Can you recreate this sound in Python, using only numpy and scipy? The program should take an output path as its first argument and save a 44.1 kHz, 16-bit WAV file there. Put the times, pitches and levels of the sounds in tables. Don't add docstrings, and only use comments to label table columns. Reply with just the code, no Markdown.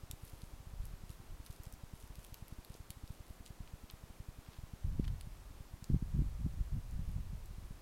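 import sys
import numpy as np
from scipy import signal
from scipy.fft import rfft, irfft
from scipy.io import wavfile
from scipy.ndimage import uniform_filter1d

SR = 44100
rng = np.random.default_rng(int(sys.argv[2]) if len(sys.argv) > 2 else 0)


def dump(signal):
    limited = np.clip(np.atleast_2d(signal).T, -1, 1)
    pcm = np.round(limited * 32767).astype(np.int16)
    wavfile.write(sys.argv[1], SR, pcm)


N = 344421

# middle_s, level_db, half_length_s
LEG_PASSES = [(0.265, -69.5, 0.038), (0.378, -70.5, 0.12), (0.85, -71.5, 0.027), (1.115, -67, 0.027),
              (1.457, -68.5, 0.012), (1.533, -68.5, 0.032), (1.665, -68, .03), (2.01, -70.5, 0.074),
              (2.235, -68.5, 0.042), (2.37, -74, .03), (2.529, -76, 0.018), (2.736, -70, 0.035),
              (3.12, -72, 0.03), (3.321, -74, 0.054), (3.472, -70, 0.016), (7.1, -76, 0.016)]


def tendon_and_twig_clicks(knock_boost_db=2):
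    # start_s, knock_hz, knock_db, snap_hz, snap_db
    clear_clicks = [(0.1123, 4270, -51, 9700, -45), (0.251, 4200, -73, 11150, -58),
                    (0.4186, 3830, -62, 9820, -62), (0.8542, 5000, -72, 11800, -56),
                    (1.4632, 4060, -60.5, 10940, -56.5), (1.5121, 3700, -66.5, 11970, -67),
                    (1.635, 4950, -68, 13390, -58), (1.725, 6500, -68, 12020, -57),
                    (1.7382, 6200, -65, 10940, -62), (1.9546, 3300, -77, 11580, -65),
                    (2.0022, 2500, -81, 11630, -65), (2.1553, 4640, -63.5, 9390, -59.5),
                    (2.2475, 3700, -62, 12190, -57), (2.3427, 4140, -56, 12000, -51.5),
                    (2.4816, 3800, -69, 12360, -57), (2.6481, 3800, -60.5, 11330, -56.5),
                    (2.742, 5600, -62, 7400, -67), (2.9045, 3800, -53, 10900, -47),
                    (3.0769, 4100, -64.5, 11280, -66), (3.462, 4100, -57.5, 9300, -58),
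                    (3.6757, 3120, -63, 7020, -73), (3.8999, 3770, -54.5, 7020, -81),
                    (3.91, 3200, -69, 12190, -56.5), (5.044, 2950, -61, 7920, -78),
                    (5.0807, 3300, -60.5, 11540, -70), (5.2105, 3640, -58, 9390, -56),
                    (5.8423, 4100, -59, 7880, -54), (6.911, 6000, -71, 10030, -66),
                    (7.4585, 6000, -71, 11410, -63)]
    out = np.zeros(N)
    for start_s, knock_hz, knock_db, snap_hz, snap_db in clear_clicks:
        add(out, start_s, click(knock_hz, knock_db + knock_boost_db, snap_hz, snap_db))
    return out


def click(knock_hz, knock_db, snap_hz, snap_db, crack_s=0.003, rattle_s=0.058, rattle_db=-23):
    t = np.arange(SR // 25) / SR
    fade = from_db(-60 * t / crack_s) + from_db(rattle_db - 60 * t / rattle_s)
    force = rng.standard_normal((2, len(t))) * fade
    knock = resonate(force[0], knock_hz, width_hz=1600)
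    knock = keep_band(knock, 0.5 * knock_hz, "high", order=4)
    knock = keep_band(knock, 1.5 * knock_hz, "low")
    snap = resonate(force[1], snap_hz, width_hz=3800)
    snap = keep_band(snap, 5200, "high")
    snap = keep_band(snap, 15300, "low", order=4)
    loud_samples = SR // 200
    return sum(from_db(db) * part * np.sqrt(loud_samples / np.sum(part ** 2))
               for part, db in ((knock, knock_db), (snap, snap_db)))


def small_twigs(per_pass=3, knock_hz=4200, snap_hz=9900, snap_boost_db=4, spread_db=2):
    out = np.zeros(N)
    for middle_s, level_db, half_length_s in LEG_PASSES:
        for when, size, thinness in rng.uniform(-1.2, 1, (per_pass, 3)):
            twig_db = level_db + spread_db * size
            pitch_ratio = np.exp(0.47 * thinness)
            twig = click(knock_hz * pitch_ratio, twig_db, snap_hz * pitch_ratio, twig_db + snap_boost_db)
            add(out, middle_s + half_length_s * when, twig)
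    return out


def brushing_plants():
    # pitch_hz, level_db
    leaf_tone = [(1000, -14), (2500, 4), (4000, 1.5), (6000, -1.5), (9000, 4), (12000, 5.5), (16000, -18)]
    return from_db(-1) * rustle(LEG_PASSES, leaf_tone, ticks_per_s=1000, spread_db=3)


def hoof_scuffs():
    # middle_s, level_db, half_length_s
    scuffs = [(1.468, -61, 0.0055), (2.745, -68, 0.022), (3.9, -64, 0.0045), (4.52, -68, 0.066),
              (5.047, -60, .006), (5.08, -59, 0.0034)]
    # pitch_hz, level_db
    gravel_tone = [(700, -4), (1250, -2), (1900, -5), (3300, -2.5), (4500, -7), (7000, -15), (14000, -22)]
    return rustle(scuffs, gravel_tone, ticks_per_s=2800, spread_db=5.5)


def rustle(passes, tone, ticks_per_s, spread_db):
    t = np.arange(N) / SR
    sizes = from_db(spread_db * np.minimum(rng.exponential(1, N), 4))
    signs = rng.choice([-1, 1], N)
    has_tick = rng.random(N) < ticks_per_s / SR
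    swell = np.zeros(N)
    for middle_s, level_db, half_length_s in passes:
        from_middle = (t - middle_s) / half_length_s
        swell += from_db(level_db) * np.exp(-np.minimum(from_middle ** 2, 100) / 2)
    return colour(sizes * signs * has_tick, tone) * swell


def forest_echo(sound, fade_s=0.21, echo_db=-15.5):
    t = np.arange(SR // 4) / SR
    scatter = rng.standard_normal(len(t)) * from_db(-60 * t / fade_s) * (t > 0.003)
    scatter /= np.sqrt(np.sum(scatter ** 2))
    return sound + from_db(echo_db) * signal.fftconvolve(sound, scatter)[:N]


def dull_knocks(fade_db_per_cycle=14):
    # start_s, level_db, pitch_hz
    knocks = [(2.527, -43, 255), (2.7508, -41, 385)]
    out = np.zeros(N)
    t = np.arange(SR // 30) / SR
    for start_s, level_db, pitch_hz in knocks:
        cycles = pitch_hz * t
        add(out, start_s, from_db(level_db - fade_db_per_cycle * cycles) * np.sin(2 * np.pi * cycles))
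    return out


def camera_thumps(period_s=0.1001, half_dip_s=0.0028, usual_gap_s=0.0019, trim_db=-1.5, spread_db=1.4):
    # start_s, thump_count, level_db
    runs = [(0.0359, 1, -35), (0.1032, 1, -36), (0.1353, 5, -37.5), (0.604, 1, -38), (0.67, 1, -38),
            (0.7369, 4, -38.5), (1.102, 2, -38.5), (1.4018, 3, -37.5), (1.6702, 1, -36), (1.7367, 4, -37),
            (2.103, 1, -35.5), (2.1857, 1, -41), (2.325, 3, -36.5), (2.587, 1, -37.5), (2.7036, 3, -38.5),
            (2.9703, 1, -41), (3.0374, 1, -35.5), (3.105, 6, -37.5), (3.7379, 4, -39), (4.103, 2, -38),
            (4.2877, 4, -37.5), (4.6368, 2, -36.5), (5.2728, 1, -36.5), (5.507, 2, -36), (5.7383, 1, -35.5),
            (5.826, 1, -38.5), (6.5394, 1, -35.5), (7.5095, 1, -35.5), (7.583, 1, -36.5),
            (7.7092, 1, -36.5)]
    out = np.zeros(N)
    dip = -np.hanning(int(2 * half_dip_s * SR))
    for start_s, thump_count, level_db in runs:
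        for k, (size, gap) in enumerate(rng.standard_normal((thump_count, 2))):
            thump_s = start_s + k * period_s - half_dip_s
            thump_db = level_db + trim_db + spread_db * size
            add(out, thump_s, from_db(thump_db - 2) * dip)
            add(out, thump_s + usual_gap_s * np.exp(0.29 * gap), from_db(thump_db) * dip)
    return keep_band(out, 11, "high", order=1)


def wind(strong_gust_db=-32, boom_growth=1.51, flutter_growth=2.68):
    # pitch_hz, level_db
    rumble_tone = [(10, -8), (26, 0.5), (45, -1.5), (70, -12), (100, -18.5), (200, -55), (400, -85)]
    boom_tone = [(40, -3), (70, 1), (92, -0.5), (115, -7), (150, -9.5), (300, -45)]
    flutter_tone = [(70, -11), (120, 5), (160, 6.5), (210, -5), (280, -10), (380, -26), (550, -50),
                    (1200, -68)]
    wind_db = wind_strength_db() - strong_gust_db
    rumble = from_db(-35 + wind_db) * swirling_air(rumble_tone, swirl_s=0.087)
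    boom = from_db(-35 + boom_growth * wind_db) * swirling_air(boom_tone, swirl_s=0.042)
    flutter = from_db(-37 + flutter_growth * wind_db) * swirling_air(flutter_tone, swirl_s=0.0356)
    return rumble + boom + flutter


def wind_strength_db(rise_s=0.018, fall_s=0.027):
    # time_s, level_db
    breeze = [(0, -61.5), (.85, -48.5), (1.6, -61), (2.15, -53), (2.6, -62), (3.7, -59.5), (4.78, -59.5),
              (5.0, -37.5), (5.25, -46), (5.5, -51), (5.8, -60), (6.05, -39.5), (6.8, -44.5), (7.15, -39),
              (7.8, -52)]
    # start_s, hold_s, level_db
    gusts = [(0.766, .15, -45), (1.298, 0.048, -44), (3.611, 0.062, -47), (4.849, 0.11, -36),
             (5.025, 0.121, -37), (5.904, 0.059, -32), (6.146, 0.073, -32.5), (6.245, 0.038, -36),
             (6.398, 0.02, -35.5), (6.446, 0.018, -32), (6.578, 0.034, -36.5), (6.726, .06, -35),
             (6.927, 0.098, -38), (7.079, 0.012, -35), (7.153, 0.047, -36.5), (7.33, 0.028, -39),
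             (7.624, 0.026, -42)]
    t = np.arange(N) / SR
    strength = from_db(np.interp(t, *np.transpose(breeze)))
    for start_s, hold_s, level_db in gusts:
        end_s = start_s + hold_s
        gust = np.interp(t, [start_s - rise_s, start_s, end_s, end_s + fall_s], [0, 1, 1, 0])
        strength = np.maximum(strength, from_db(level_db) * gust)
    return 20 * np.log10(strength)


def swirling_air(tone, swirl_s):
    air = noise(tone)
    nearby_power = uniform_filter1d(air ** 2, int(swirl_s * SR))
    return air / np.sqrt(nearby_power + 0.1)


def wind_buffets(trim_db=-2, lopsidedness=0.32):
    # middle_s, level_db, pitch_hz
    swirls = [(0.804, -31, 42.7), (4.85, -29, 68), (4.998, -21.5, 158), (5.9024, -23.5, 130),
              (5.945, -24.5, 152), (6.026, -26.5, 111), (6.193, -24.5, 129), (6.221, -26, 123),
              (6.464, -30, 136), (6.611, -28, 60.4), (6.767, -33, 96), (6.995, -29, 87), (7.335, -31.5, 76)]
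    out = np.zeros(N)
    t = np.arange(-SR // 20, SR // 20) / SR
    for middle_s, level_db, pitch_hz in swirls:
        angle = 2 * np.pi * pitch_hz * t
        bent_angle = angle - lopsidedness * (np.hypot(1, angle) - 1)
        swing = bent_angle * np.exp((1 - np.minimum(bent_angle ** 2, 100)) / 2)
        add(out, middle_s + t[0], from_db(level_db + trim_db) * swing)
    return out


def steady_background(hiss_db=-64.5, air_db=-65):
    # pitch_hz, level_db
    hiss_tone = [(240, -50), (400, -5.5), (439, -5), (520, -2), (562, -1), (879, -2), (1010, -2),
                 (1130, -3), (1530, -6.5), (2150, -9), (2670, -9.5), (2970, -10.5), (13700, -16),
                 (16000, -20.5)]
    air_tone = [(15, 4.5), (30, 8), (70, -14.5), (120, -1), (200, -3), (350, -4), (500, -10.5), (900, -38)]
    return from_db(hiss_db) * noise(hiss_tone) + from_db(air_db) * noise(air_tone)


def from_db(db):
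    return 10 ** (np.asarray(db) / 20)


def add(out, start_s, sound):
    i = int(np.clip(round(start_s * SR), 0, N - 1))
    out[i:i + len(sound)] += sound[:N - i]


def keep_band(sound, edge_hz, side, order=2):
    return signal.sosfilt(signal.butter(order, edge_hz, side, fs=SR, output="sos"), sound)


def resonate(sound, pitch_hz, width_hz):
    decay = np.exp(-np.pi * width_hz / SR)
    feedback = [1, -2 * decay * np.cos(2 * np.pi * pitch_hz / SR), decay ** 2]
    return signal.lfilter(np.array([1, 0, -1]) * (1 - decay ** 2) / 2, feedback, sound)


def colour(sound, tone):
    pitch_hz, level_db = np.transpose(tone)
    all_hz = np.maximum(np.arange(N // 2 + 1) * SR / N, 1)
    curve_db = np.interp(np.log(all_hz), np.log(pitch_hz), level_db, left=-np.inf, right=-np.inf)
    shaped = irfft(rfft(sound) * from_db(curve_db), N)
    return shaped / np.sqrt(np.mean(shaped ** 2) + 1e-20)


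def noise(tone):
    return colour(rng.standard_normal(N), tone)


def scene():
    rustling = brushing_plants() + hoof_scuffs()
    reindeer = rustling + forest_echo(tendon_and_twig_clicks() + small_twigs())
    background = steady_background()
    return (reindeer + dull_knocks() + camera_thumps() + wind() + wind_buffets() + background)[None]


def record(dry, top_hz=15900):
    return signal.sosfilt(signal.ellip(10, 0.1, 70, top_hz, fs=SR, output="sos"), dry)


dry = scene()
out = record(dry)
dump(out)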